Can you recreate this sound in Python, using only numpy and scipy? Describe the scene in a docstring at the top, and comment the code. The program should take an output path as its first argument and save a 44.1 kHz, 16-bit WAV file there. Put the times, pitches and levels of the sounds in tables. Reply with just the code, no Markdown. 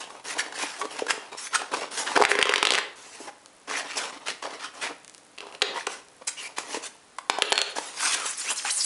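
"""Toys worked out of a foam tray

In a bare room, hands ease toy wagons and wooden animals from a foam tray close to a phone. Friction makes the
foam rasp and scuff, stick-slip makes it and a plastic wrap squeak, and fingers tap it. Impacts excite the modes
of toy and floor: a wooden animal falls and rocks to rest on the boards, an engine is set down, and a second
animal drops into a plastic wagon. The phone ducks its gain after loud blows."""
import sys
import numpy as np
from scipy import signal
from scipy.fft import rfft, irfft, next_fast_len
from scipy.io import wavfile
from scipy.ndimage import uniform_filter1d, map_coordinates

SR = 44100
rng = np.random.default_rng(int(sys.argv[2]) if len(sys.argv) > 2 else 0)


def generate_wav(sig):
    """Save sig (samples, or channels by samples) to the path in sys.argv[1] as 16-bit PCM at SR."""
    pcm = np.round(np.clip(np.atleast_2d(sig).T, -1, 1) * 32767).astype(np.int16)
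    wavfile.write(sys.argv[1], SR, pcm)


N = 390285

# modes of the floor boards: (frequency [Hz], level [dB], t60 [s])
FLOOR_MODES = [(324.7, -19, 0.034), (423, -8.5, 0.041), (488.5, -0.5, 0.019), (730, -17, 0.0055)]


def amp(db):
    return 10 ** (np.asarray(db) / 20)


def unit(x):
    return x / np.sqrt(np.mean(x ** 2) + 1e-20)


def along(points, hz):
    """Interpolation of (frequency [Hz], value) points on a logarithmic frequency axis."""
    f, v = np.transpose(points)
    return np.interp(np.log(hz + 1), np.log(f + 1), v)


def filtered(x, response):
    """Linear filtering: the spectrum of x times a complex frequency response."""
    m = next_fast_len(len(x) + 8192)
    return irfft(rfft(x, m) * response(np.fft.rfftfreq(m, 1 / SR)), m)[:len(x)]


def resonance(f, hz, width):
    """Response of a damped oscillator, with gain 1 at its natural frequency."""
    return 1j * f * width / (hz * hz - f * f + 1j * f * width)


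def resonate(x, bands):
    """Superposition: x drives parallel resonances of alternating polarity."""
    return filtered(x, lambda f: sum((-1) ** k * amp(db) * resonance(f, hz, width)
                                     for k, (hz, width, db) in enumerate(bands)))


def wobble(rate):
    """A smooth random curve with rate knots a second."""
    return map_coordinates(rng.standard_normal(int(N * rate / SR) + 4), [np.arange(N) * rate / SR])


def add(out, start_s, sound):
    part = out[round(start_s * SR):][:len(sound)]
    part += sound[:len(part)]


def background():
    """Noise floor: room and microphone hiss, with a faint treble tick once a mains cycle."""
    # hiss spectrum: (frequency [Hz], relative density [dB])
    spectrum = [(15, -47), (25, -9.5), (118, -9), (191, -4.5), (216, -7), (309, 0.5), (342, -6),
                (526, -2.5), (645, -4.5), (831, -5), (1280, -6.5), (2960, -12), (10800, -17), (14000, -53),
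                (22000, -120)]
    mains_hz = 60
    hiss = unit(filtered(rng.standard_normal(N), lambda f: amp(along(spectrum, f))))
    gate = amp(-60 * (np.arange(N) / SR % (1 / mains_hz)) / 0.0015)
    tick = filtered(gate * rng.standard_normal(N), lambda f: resonance(f, 11300, 6000))
    return amp(-56 + 0.15 * wobble(3.8)) * (hiss + amp(-5.5) * unit(tick))


def room(x):
    """Reverberation: each frequency decays at its own rate; the tail changes as hands and tray move."""
    # reverberation time: (frequency [Hz], t60 [s])
    decay = [(200, 0.53), (1000, 0.48), (4000, 0.4), (10000, 0.32)]
    out, step = np.zeros(N), SR // 12
    x = filtered(x, lambda f: 1j * f / (1j * f + 344))  # small toys radiate little bass
    for start in range(0, N, step):
        hz, t, noise = signal.stft(rng.standard_normal(SR // 2), SR, nperseg=256)
        tail = signal.istft(noise * amp(-60 * t / along(decay, hz)[:, None]), SR, nperseg=256)[1]
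        add(out, start / SR + .006, signal.fftconvolve(x[start:start + step], tail / np.linalg.norm(tail)))
    return out


def beads(slip_chance, patchy_db):
    """Micro-slip: foam beads let go as spikes on noise, with patches of random colour."""
    slips = (rng.random(N) < slip_chance) * rng.laplace(size=N)
    spectra = signal.stft(rng.standard_normal(N) + unit(slips), nperseg=384)[2]
    patches = uniform_filter1d(rng.standard_normal(spectra.shape), size=2, axis=0)
    patches = uniform_filter1d(patches, size=10, axis=1)
    return signal.istft(spectra * amp(patchy_db * unit(patches)), nperseg=384)[1][:N]


def foam_voices():
    """Source and filter: friction noise, coloured by the tray into rasp, boom and fizz of rms 1."""
    # resonances of the foam and of the tray's walls: (frequency [Hz], bandwidth [Hz], gain [dB])
    foam_bands = [(1080, 730, -1), (1820, 1270, 2), (2800, 870, 3.5), (3900, 2620, -5)]
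    wall_bands = [(836, 240, -7.5), (1060, 45, 3.5), (1940, 160, -3.5), (2790, 390, -8.5), (5500, 420, -3)]
    # spectra of the low and the high friction noise: (frequency [Hz], relative density [dB])
    boom_spectrum = [(35, -59), (60, 1), (227, -10), (291, 0.5), (343, -14), (390, -2.5), (603, -6),
                     (1000, -5), (1300, -13), (2200, -120)]
    fizz_spectrum = [(2800, -26), (4200, -14), (6000, -8.5), (8000, -10.5), (11500, -12)]
    creaks_per_s, creak_db = 220, -10
    rasp = resonate(beads(.04, patchy_db=3.5), foam_bands)
    releases = (rng.random(N) < creaks_per_s / SR) * rng.standard_normal(N)
    rasp = unit(rasp) + amp(creak_db) * unit(resonate(releases, wall_bands))
    boom = filtered(beads(.01, patchy_db=3.0), lambda f: amp(along(boom_spectrum, f)))
    fizz = filtered(beads(0.3, patchy_db=4.5), lambda f: amp(along(fizz_spectrum, f)))
    return np.array([unit(rasp), unit(boom), unit(fizz)])


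def rubbing(voices):
    """Sliding friction: each stroke swells and brightens, then fades, while the grip judders."""
    # strokes over the foam: (start [s], swell [s], fade [s], crest level [dB], fade depth [dB],
    # boom re rasp [dB], fizz re rasp [dB])
    strokes = [(0, 0.0017, 0.095, -34, 24, -2.5, -2.5), (0.094, 0.0068, 0.11, -50, 6.5, 6, -2),
               (0.238, 0.045, 0.058, -37, 0.5, -2, 0), (.345, 0.037, 0.16, -42.5, 12.5, 7.5, -10),
               (0.537, 0.026, 1, -37, 33.5, -5.5, -2.5), (0.574, 0.052, 0.039, -35.5, 6.5, -5.5, -2),
               (0.788, 0.018, 0.057, -48.5, 31, 11, 12), (0.902, 0.016, 0.11, -41.5, 7.5, 3.5, 0),
               (1.118, 0.011, 0.17, -46, 12, 4, -8), (1.315, 0.0081, 0.048, -40, 17.5, 6.5, -7),
               (1.369, 0.018, 0.092, -42.5, 1, -14, 5.5), (1.507, 0.069, 0.21, -38, 25, -1, -7),
               (1.713, 0.02, 0.066, -39.5, 1.5, 7.5, -3), (1.802, 0.03, 0.072, -33, 22, 1, -21),
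               (1.906, 0.018, 0.049, -40, -1, -2.5, 1.5), (1.971, 0.023, 0.04, -28, 8.5, -1.5, 3.5),
               (2.039, 0.032, 0.16, -34, 6.5, 2, -3), (2.954, 0.027, 0.21, -50, 2.5, -2.5, 3),
               (3.191, 0.031, 0.078, -46, 8, 3, 4.5), (3.671, 0.038, 0.16, -37, 11, 2.5, -21.5),
               (3.84, 0.074, 0.045, -37, 7.5, -5, -11), (3.954, 0.023, 0.13, -32.5, 7.5, -1, -6.5),
               (4.12, 0.029, 0.031, -42, 4, 2.5, -10), (4.2, 0.013, 0.041, -52, 1.5, 7, -22),
               (4.256, 0.044, 0.12, -29.5, 45, -3.5, -9), (4.419, 0.0056, 0.083, -37.5, 8.5, 4.5, -12),
               (4.502, 0.038, 0.053, -41.5, 11, 2.5, -9), (4.592, 0.056, 0.07, -34.5, 28, -9.5, -11),
               (4.734, 0.015, 0.058, -50, -4, 3, -1.5), (4.81, 0.023, 0.1, -29, 23, -11, -9),
               (5.408, 0.0087, 0.097, -54, 3.5, 9, -17), (5.522, 0.029, 0.05, -51, 36, 8.5, -1),
               (5.658, 0.0091, 0.1, -46, 12, 11, -18), (5.738, 0.064, 0.1, -40.5, 28, -13, -3),
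               (5.887, 0.042, 0.074, -42, 13.5, -1, 4), (6.269, 0.0083, 0.014, -35, 2, -13, 12),
               (6.29, 0.011, 0.082, -48, 18, -10, -8), (6.365, 0.03, 0.08, -47.5, -5.5, -1.5, 4.5),
               (6.485, .005, 0.067, -53, 18, 6.5, -1), (6.561, 0.032, 0.039, -36.5, 9.5, -3, -2.5),
               (6.628, 0.12, 0.12, -34, 29.5, 0, 2.5), (6.822, 0.046, 0.019, -39.5, 18, -6, 7),
               (7.69, 0.012, 0.02, -54, 5, -20, 11), (7.751, 0.02, 0.24, -40.5, 7, -6, 3.5),
               (7.965, 0.027, 0.01, -43.5, 0.3, -10, 2), (7.995, 0.023, 0.13, -30, -1, -13.5, 3.5),
               (8.145, 0.013, 0.095, -38, -2.5, -5.5, -1.5), (8.253, 0.011, 0.069, -32, 8, -18, 4),
               (8.335, 0.059, 0.065, -41, 5, -17, 8), (8.439, 0.071, 0.026, -33, 12, -6.5, 6.5),
               (8.554, 0.016, 0.071, -43, 1.5, -30, 11.5), (8.642, 0.014, 0.049, -33, 2.5, -14, 2),
               (8.688, 0.024, 0.14, -50, -10, -20, 13)]
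    swell_db_per_s, ramp_s = 138, .008
    out = np.zeros(N)
    for start, swell, fade, db, fade_db, boom_db, fizz_db in strokes:
        crest, end = start + swell, start + swell + fade
        at = np.arange(round(start * SR), min(round((end + ramp_s) * SR), N))
        t = at / SR
        swing_db = np.interp(t, [start, crest, end], [-swell_db_per_s * swell, 0, -fade_db])
        contact = np.clip(np.minimum((t - start) / ramp_s, 1 + (end - t) / ramp_s), 0, 1)
        voice_db = [swing_db, boom_db + 0.78 * swing_db, fizz_db + 1.26 * swing_db]
        out[at] += contact * amp(db) * np.sum(amp(voice_db) * voices[:, at], axis=0)
    judder_db = 1.3 * wobble(35) + 0.46 * wobble(90)
    return amp(judder_db) * out


def scuffs(voices):
    """Transient friction: a quick slip swells and dies; its contact patch adds a broad resonance."""
    # slips of a toy on the foam: (time [s], level [dB], patch frequency [Hz], boom [dB], fizz [dB],
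    # duration [s])
    slips = [(0.297, -26, 2160, -11, 2, 0.049), (0.3777, -14.5, 2050, -30, -3.5, 0.067),
             (0.985, -22, 1760, 0, -5, 0.033), (1.078, -18, 1640, -7, -9, 0.086),
             (1.098, -10.5, 1680, -20, -4, 0.039), (1.526, -20, 1200, -22, -10, 0.05),
             (1.54, -9.5, 1510, -33, -2.5, 0.05), (1.732, -16.5, 1080, 3, -7, 0.037),
             (2.062, -16.5, 1820, -21, -26, 0.049), (2.154, -11.5, 1410, 1.5, -10, 0.04),
             (2.282, -9.5, 2360, -6.5, -4.5, 0.097), (3.199, -45, 1140, 13, -4, 0.026),
             (3.266, -34.5, 910, 6, -17, 0.053), (3.7, -21.5, 1880, -22, -10, 0.17),
             (3.761, -20.5, 1930, -33, -4, 0.1), (3.968, -21, 2720, -8, 4, 0.052),
             (4.258, -31, 2650, -7, -9, 0.09), (4.813, -24, 1810, -2.5, -9, 0.13),
             (4.886, -37, 620, 11, -30, 0.077), (5.75, -25, 960, 0.5, -25, 0.087),
             (6.208, -42, 1110, 7.5, -6, 0.048), (6.5818, -16, 2200, -4.5, -1.5, 0.013),
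             (7.758, -34, 954, 10, 9.5, 0.027), (8.705, -28, 3170, -26, 18, 0.02)]
    rise_share = 0.24
    out, t = np.zeros(N), np.arange(SR // 8) / SR
    for start, db, hz, boom_db, fizz_db, length in slips:
        rise, fall = rise_share * length, (1 - rise_share) * length
        rasp, boom, fizz = voices[:, rng.integers(N - SR):][:, :len(t)]
        swell = np.where(t < rise, np.sin(np.pi / 2 * t / rise), amp(-60 * ((t - rise) / fall) ** 2))
        patch = rasp + 0.7 * unit(filtered(rasp, lambda f: resonance(f, hz, .5 * hz)))
        friction = unit(patch) + amp(boom_db + 1.5) * unit(boom) + amp(fizz_db + 0.5) * unit(fizz)
        add(out, start, amp(db - 10.0) * swell * friction)
    return out


def squeaks():
    """Stick-slip oscillation: a gliding, broken tone with overtones, less regular at fast slip rates."""
    # squeaks of the foam, and from 8 s on of plastic wrap sliding: (time [s], duration [s], first slip rate
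    # [Hz], last slip rate [Hz], level [dB])
    glides = [(5.808, 0.0063, 1840, 1800, -25.5), (0.822, 0.028, 396, 450, -27.5),
              (2.16, 0.01, 904, 2700, -13), (0.811, 0.019, 1184, 1042, -23), (5.756, 0.019, 950, 1000, -27),
              (5.772, 0.014, 1000, 1020, -26.5), (5.78, 0.022, 1500, 2800, -34),
              (3.966, 0.02, 6150, 5600, -25), (3.268, 0.034, 900, 760, -34), (3.203, 0.018, 422, 400, -37),
              (3.7, 0.045, 5800, 6500, -39), (3.753, 0.04, 5750, 5800, -33),
              (6.365, 0.07, 2300, 2300, -40.5), (6.429, 0.058, 2280, 2440, -35),
              (6.37, 0.046, 2850, 2900, -34), (8.065, 0.036, 4770, 4900, -30.5),
              (8.115, 0.04, 3080, 3000, -29), (8.282, 0.035, 5500, 12000, -29.5),
              (8.327, 0.032, 6300, 5900, -35), (8.374, 0.019, 10830, 6200, -28),
              (8.394, 0.022, 6630, 12200, -26.5), (8.458, 0.072, 2000, 3450, -28.5),
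              (8.496, 0.053, 6630, 14000, -25), (8.561, 0.045, 10800, 1000, -28),
              (8.655, 0.046, 2603, 2460, -30), (8.695, 0.02, 1020, 7900, -21.5),
              (8.708, 0.059, 8060, 11700, -24.5), (8.756, 0.045, 10830, 5950, -22.5),
              (8.76, 0.019, 6900, 7160, -35), (8.802, 0.025, 5020, 4710, -20.5),
              (8.818, 0.027, 5800, 10000, -31), (8.305, 0.012, 8300, 7500, -30),
              (7.5, 0.013, 9300, 12000, -31), (8.413, 0.01, 4500, 4500, -33), (8.65, 0.02, 850, 790, -29.5),
              (1.467, 0.01, 2300, 2130, -34)]
    out = np.zeros(N)
    for start, length, from_hz, to_hz, db in glides:
        progress = np.arange(round(length * SR)) / (length * SR)
        drift, grip = uniform_filter1d(rng.standard_normal((2, len(progress))), size=40)
        jitter = uniform_filter1d(rng.standard_normal(len(progress)), size=9)
        slip_hz = from_hz + (to_hz - from_hz) * progress
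        roughness = (slip_hz / 7100) ** 0.31 * (0.5 * drift + 0.19 * jitter)
        phase = 2 * np.pi * np.cumsum(slip_hz * (1 + roughness)) / SR
        tones = sum(0.31 ** k * (k * slip_hz < SR / 2) * np.sin(k * phase) for k in range(1, 4))
        add(out, start, amp(db + 7.5 + 21.0 * grip) * np.sin(np.pi * progress) ** .5 * tones)
    return out


def ring(modes, t):
    """Free vibration: damped modes, excited at new strengths by each blow."""
    scatter_db = rng.normal(0, 3, len(modes))
    return sum(amp(db + scatter - 60 * t / t60) * np.sin(2 * np.pi * hz * t)
               for (hz, db, t60), scatter in zip(modes, scatter_db))


def impacts(hits, body, support, gain_db, rattle_db, crack_db, ring_db, cycles, contact_s=6e-5, held_s=0):
    """Impact excitation: the contact clicks, cracks and rattles; the body and its support ring on."""
    out, t = np.zeros(N), np.arange(SR // 10) / SR
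    edge = filtered(1.0 * (t == 0), lambda f: resonance(f, 7200, 5200))
    press = 1 - np.exp(-t / contact_s)  # a soft contact loads the surface gradually
    mean_db = np.mean([hit[1] for hit in hits])
    for start, db, hz, thud_db, sharp_db in hits:
        click = amp(-60 * t * hz / cycles) * np.sin(2 * np.pi * hz * t)
        rattle = filtered(rng.standard_normal(len(t)), lambda f: resonance(f, 970, 1830))
        rattle *= amp(rattle_db - 60 * t / 0.024)
        burst = amp(-60 * t / .006) * rng.standard_normal(len(t))
        crack = 8.7 * edge + filtered(burst, lambda f: resonance(f, 5100, 12000))
        crack *= amp(crack_db + 0.094 * (db - mean_db) + sharp_db)  # harder blows crack more
        thud = amp(thud_db + 6.0) * (1 - np.exp(-t / 0.0038)) * ring(support, t)
        ringing = amp(ring_db - 18 * (start < held_s)) * ring(body, t)  # fingers mute it until held_s
        add(out, start, amp(db + gain_db) * (press * (click + rattle + ringing) + crack + thud))
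    return out


def handling():
    """Soft impacts: fingers tap and toys tick in the hand, exciting the tray and its hollows."""
    # fingers on the tray: (time [s], level [dB], click frequency [Hz], thud [dB])
    finger_taps = [(0.104, -25, 1120, -18), (.15, -31, 790, -17), (.197, -31, 900, -17),
                   (.482, -28, 900, -8), (.366, -23, 850, -7), (.635, -15.5, 900, -6),
                   (0.4629, -21.5, 1800, -8.5), (0.524, -20, 1540, -24), (0.8146, -12.5, 1080, -12),
                   (0.8465, -24, 500, -2), (0.8532, -18.5, 1110, -4), (1.0209, -31.5, 1236, 13),
                   (1.066, -15, 1460, -15), (1.1774, -30, 893, 2), (1.6171, -16, 780, -34),
                   (1.717, -21.5, 1010, -5), (1.7692, -19, 1100, -4), (2.117, -15, 940, -33),
                   (3.203, -33, 696, 6), (3.291, -32, 2000, -15), (3.699, -15, 1890, -27),
                   (3.711, -15.5, 1100, -10), (3.739, -21, 776, -19), (4.2832, -10, 2780, -38),
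                   (4.4254, -18.5, 1020, -44), (6.7449, -15.5, 1830, -7), (6.7705, -35.5, 880, 18.5),
                   (6.953, -38.5, 890, -24), (7.185, -15.5, 1060, -42), (7.7834, -11.5, 920, -12.5),
                   (8.1995, -13.5, 2960, -19), (8.031, -12.5, 1230, -21), (8.258, -23, 1350, -29),
                   (8.5128, -15.5, 950, -14), (8.649, -16, 827, -33)]
    # small bright ticks of toys: (time [s], level [dB], click frequency [Hz])
    toy_ticks = [(3.46, -33, 1240), (5.047, -32, 2000), (5.0794, -32, 2022), (5.097, -33, 2000),
                 (5.141, -37, 3040), (5.148, -32, 3480), (5.18, -37, 1990), (6.0853, -39, 4660)]
    # modes of the tray and of its empty pockets: (frequency [Hz], level [dB], t60 [s])
    tray_modes = [(1080, -25, 0.035), (1710, -5, 0.0083)]
    pocket_modes = [(316, -3.5, 0.026), (443, 3, 0.015)]
    tick_thud_db = -31
    taps = impacts([(*tap, 0) for tap in finger_taps], tray_modes, pocket_modes,
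                   gain_db=4.5, rattle_db=-3.5, crack_db=-22.5, ring_db=-5.5, cycles=12.4, contact_s=0.0019)
    ticks = impacts([(*tick, tick_thud_db, 0) for tick in toy_ticks], tray_modes, pocket_modes,
                    gain_db=3.5, rattle_db=-7, crack_db=-6.5, ring_db=-25, cycles=9.5, contact_s=0.0011)
    return taps + ticks


def engine_set_down():
    """Hard impacts: a toy engine's wheels touch down and ring together with the boards."""
    # wheel contacts: (time [s], level [dB], click frequency [Hz], thud [dB], crack [dB])
    contacts = [(5.3788, -34, 2600, -28, -4), (5.3842, -25.5, 2900, -17, 0),
                (5.4055, -25.5, 2900, -10.5, -4), (5.4271, -38, 1400, 1, 0), (5.4691, -33.5, 1030, 0.5, 0),
                (5.525, -35, 2830, -15, 5), (5.5498, -29, 2800, -7, -1), (5.612, -38, 1100, -20, -8),
                (5.6196, -4.5, 3170, -29, -12), (5.6224, -2, 4200, -12, -3), (5.8675, -25, 2700, -20, 2),
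                (5.8696, -16, 2700, -33, 12), (5.872, -19.5, 1040, -7, -1)]
    # modes of the wheels: (frequency [Hz], level [dB], t60 [s])
    wheel_modes = [(820, -15, 0.037), (2700, -10, 0.031), (3900, -6.5, 0.014), (4160, -17, 0.018),
                   (4600, -18, 0.01)]
    return impacts(contacts, wheel_modes, FLOOR_MODES,
                   gain_db=7.0, rattle_db=-6.5, crack_db=-23, ring_db=-13.0, cycles=7.6)


def animal_in_wagon():
    """Rebound and damping: an animal bounces in a plastic wagon, muted until the fingers let go."""
    # bounces: (time [s], level [dB], click frequency [Hz], thud [dB], crack [dB])
    bounces = [(7.2982, 1, 960, -8.5, 5), (7.2997, 4.5, 3430, -42, -4), (7.3859, -6.5, 740, -14, -22),
               (7.4216, 13, 3800, -15.5, 6.5), (7.5211, -1.5, 833.6, -24, -13),
               (7.5212, 0.5, 3480, -32, -13), (7.5262, 7.5, 3250, -12, 1), (7.5562, -5, 3240, -20, -5),
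               (7.5787, 6.5, 3530, -34, 3), (7.589, 2, 2800, -23, -6), (7.6165, 5.5, 3900, -15.5, 6)]
    # modes of the wagon: (frequency [Hz], level [dB], t60 [s])
    wagon_modes = [(786, -32, 0.018), (2830, -11, .03), (4300, -7.5, 0.076), (4300, -9, .08),
                   (7520, -2, .008), (9700, -4, .008)]
    return impacts(bounces, wagon_modes, FLOOR_MODES,
                   gain_db=-2.5, rattle_db=-6.0, crack_db=-22.0, ring_db=-18.5, cycles=8.1, held_s=7.524)


def falling_animal():
    """Repeated impact: a wooden animal falls and rocks to rest, exciting its own modes and the floor's."""
    # blows on the boards: (time [s], level [dB], click frequency [Hz], thud [dB], crack [dB])
    blows = [(2.1748, -1, 880, -6, -1), (2.1983, -14, 900, -29, 0), (2.2035, -12, 700, 9, 0),
             (2.2153, -6, 890, -6, 1), (2.2225, 4, 850, -16, -7), (2.2375, -0.5, 2000, -22, 2),
             (2.2513, 7, 2280, -30, -4), (2.3163, 4, 1700, -9.5, -10), (2.3532, -5, 1880, -5, -3),
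             (2.389, -3, 1700, -4.5, -9), (2.4141, -8, 1860, -30, -4), (2.4272, 5, 3040, -31, 5),
             (2.4551, -4.5, 2900, -7, -1), (2.4703, -9.5, 1140, -25, -6), (2.4932, -3.5, 2790, -6, -1),
             (2.513, -18, 1500, -17, -4), (2.5225, -15, 1400, -18, -7), (2.5384, -0.5, 1960, -28, 1),
             (2.5593, -0.5, 3120, -16.5, -7), (2.5805, -5.5, 3120, -16, 1), (2.6285, 3.5, 2880, -17, 7),
             (2.6521, 3.5, 3050, -17, 2), (2.6707, 4, 3470, -28, -5), (2.6895, -8, 2900, -14, 3),
             (2.706, 3.5, 3060, -26, 11), (2.7205, 2, 3900, -17, -5), (2.7368, -2, 3080, -16, 12),
             (2.7472, -7, 2620, -19, 2), (2.7523, -3.5, 3100, -23, -5), (2.779, -10.5, 1850, -25, 0),
             (2.7855, -6.5, 1820, -12, -3)]
    # modes of the wooden animal: (frequency [Hz], level [dB], t60 [s])
    wood_modes = [(1060, -19, 0.05), (1760, -30, 0.039), (4710, -20.5, 0.052), (5540, -22, 0.03),
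                  (8500, -21, 0.013)]
    return impacts(blows, wood_modes, FLOOR_MODES,
                   gain_db=3.0, rattle_db=-6.0, crack_db=-29, ring_db=-10.5, cycles=7.2)


def scene():
    """Superposition: direct and reverberant sound pass the microphone port and join the noise floor."""
    voices = foam_voices()
    strokes = rubbing(voices)
    touches = scuffs(voices) + squeaks() + handling()
    blows = falling_animal() + engine_set_down() + animal_in_wagon()
    # directivity: the treble of the blows beams at the phone, so the room gets less of it
    off_axis = filtered(blows, lambda f: 1 / (1 + 1j * f / 8400) ** 2)
    reverb = room(amp(-10.0) * strokes + amp(-10.5) * touches + amp(-6.5) * off_axis)
    port = lambda f: (1j * f / (1j * f + 190)) ** 4 + amp(-35.5)  # a small port passes little bass
    return (filtered(strokes + touches + blows + reverb, port) + background())[None]


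def soft_clip(x, ceiling, hardness):
    """Saturation: peaks flatten as they near the ceiling."""
    return x / (1 + np.abs(x / ceiling) ** hardness) ** (1 / hardness)


def record(dry):
    """Automatic gain control: peaks duck the gain, which climbs back; clipping and band limits follow."""
    threshold_db, duck_share, recovery_db_per_s = -7, 0.81, 110
    bass_hz, top_hz, final_top_hz = 97, 10955, 16600
    need_db = np.minimum(0, threshold_db - 20 * np.log10(np.abs(dry[0]) + 1e-9))
    climb_db = recovery_db_per_s * np.arange(N) / SR
    gain_db = np.minimum.accumulate(duck_share * need_db - climb_db) + climb_db
    late_db = uniform_filter1d(np.minimum(gain_db, 0), size=81, origin=40)  # the gain reacts a moment late
    x = soft_clip(dry[0] * amp(late_db), ceiling=0.66, hardness=7.3)
    high_band = lambda f: amp(-26) * np.exp(-((f - 13200) / 250) ** 2)  # a faint narrow band of sound near 13.2 kHz
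    x = filtered(x, lambda f: np.maximum(np.clip(.5 + (top_hz - f) / 160, 0, 1), high_band(f)))
    x = soft_clip(x, ceiling=.8, hardness=14)
    coupling = lambda f: (.5 * bass_hz + 1j * f) / (bass_hz + 1j * f)  # the amplifier thins the bass
    return filtered(x, lambda f: np.clip((final_top_hz - f) / 600, 0, 1) * coupling(f))[None]


dry = scene()
out = record(dry)
generate_wav(out)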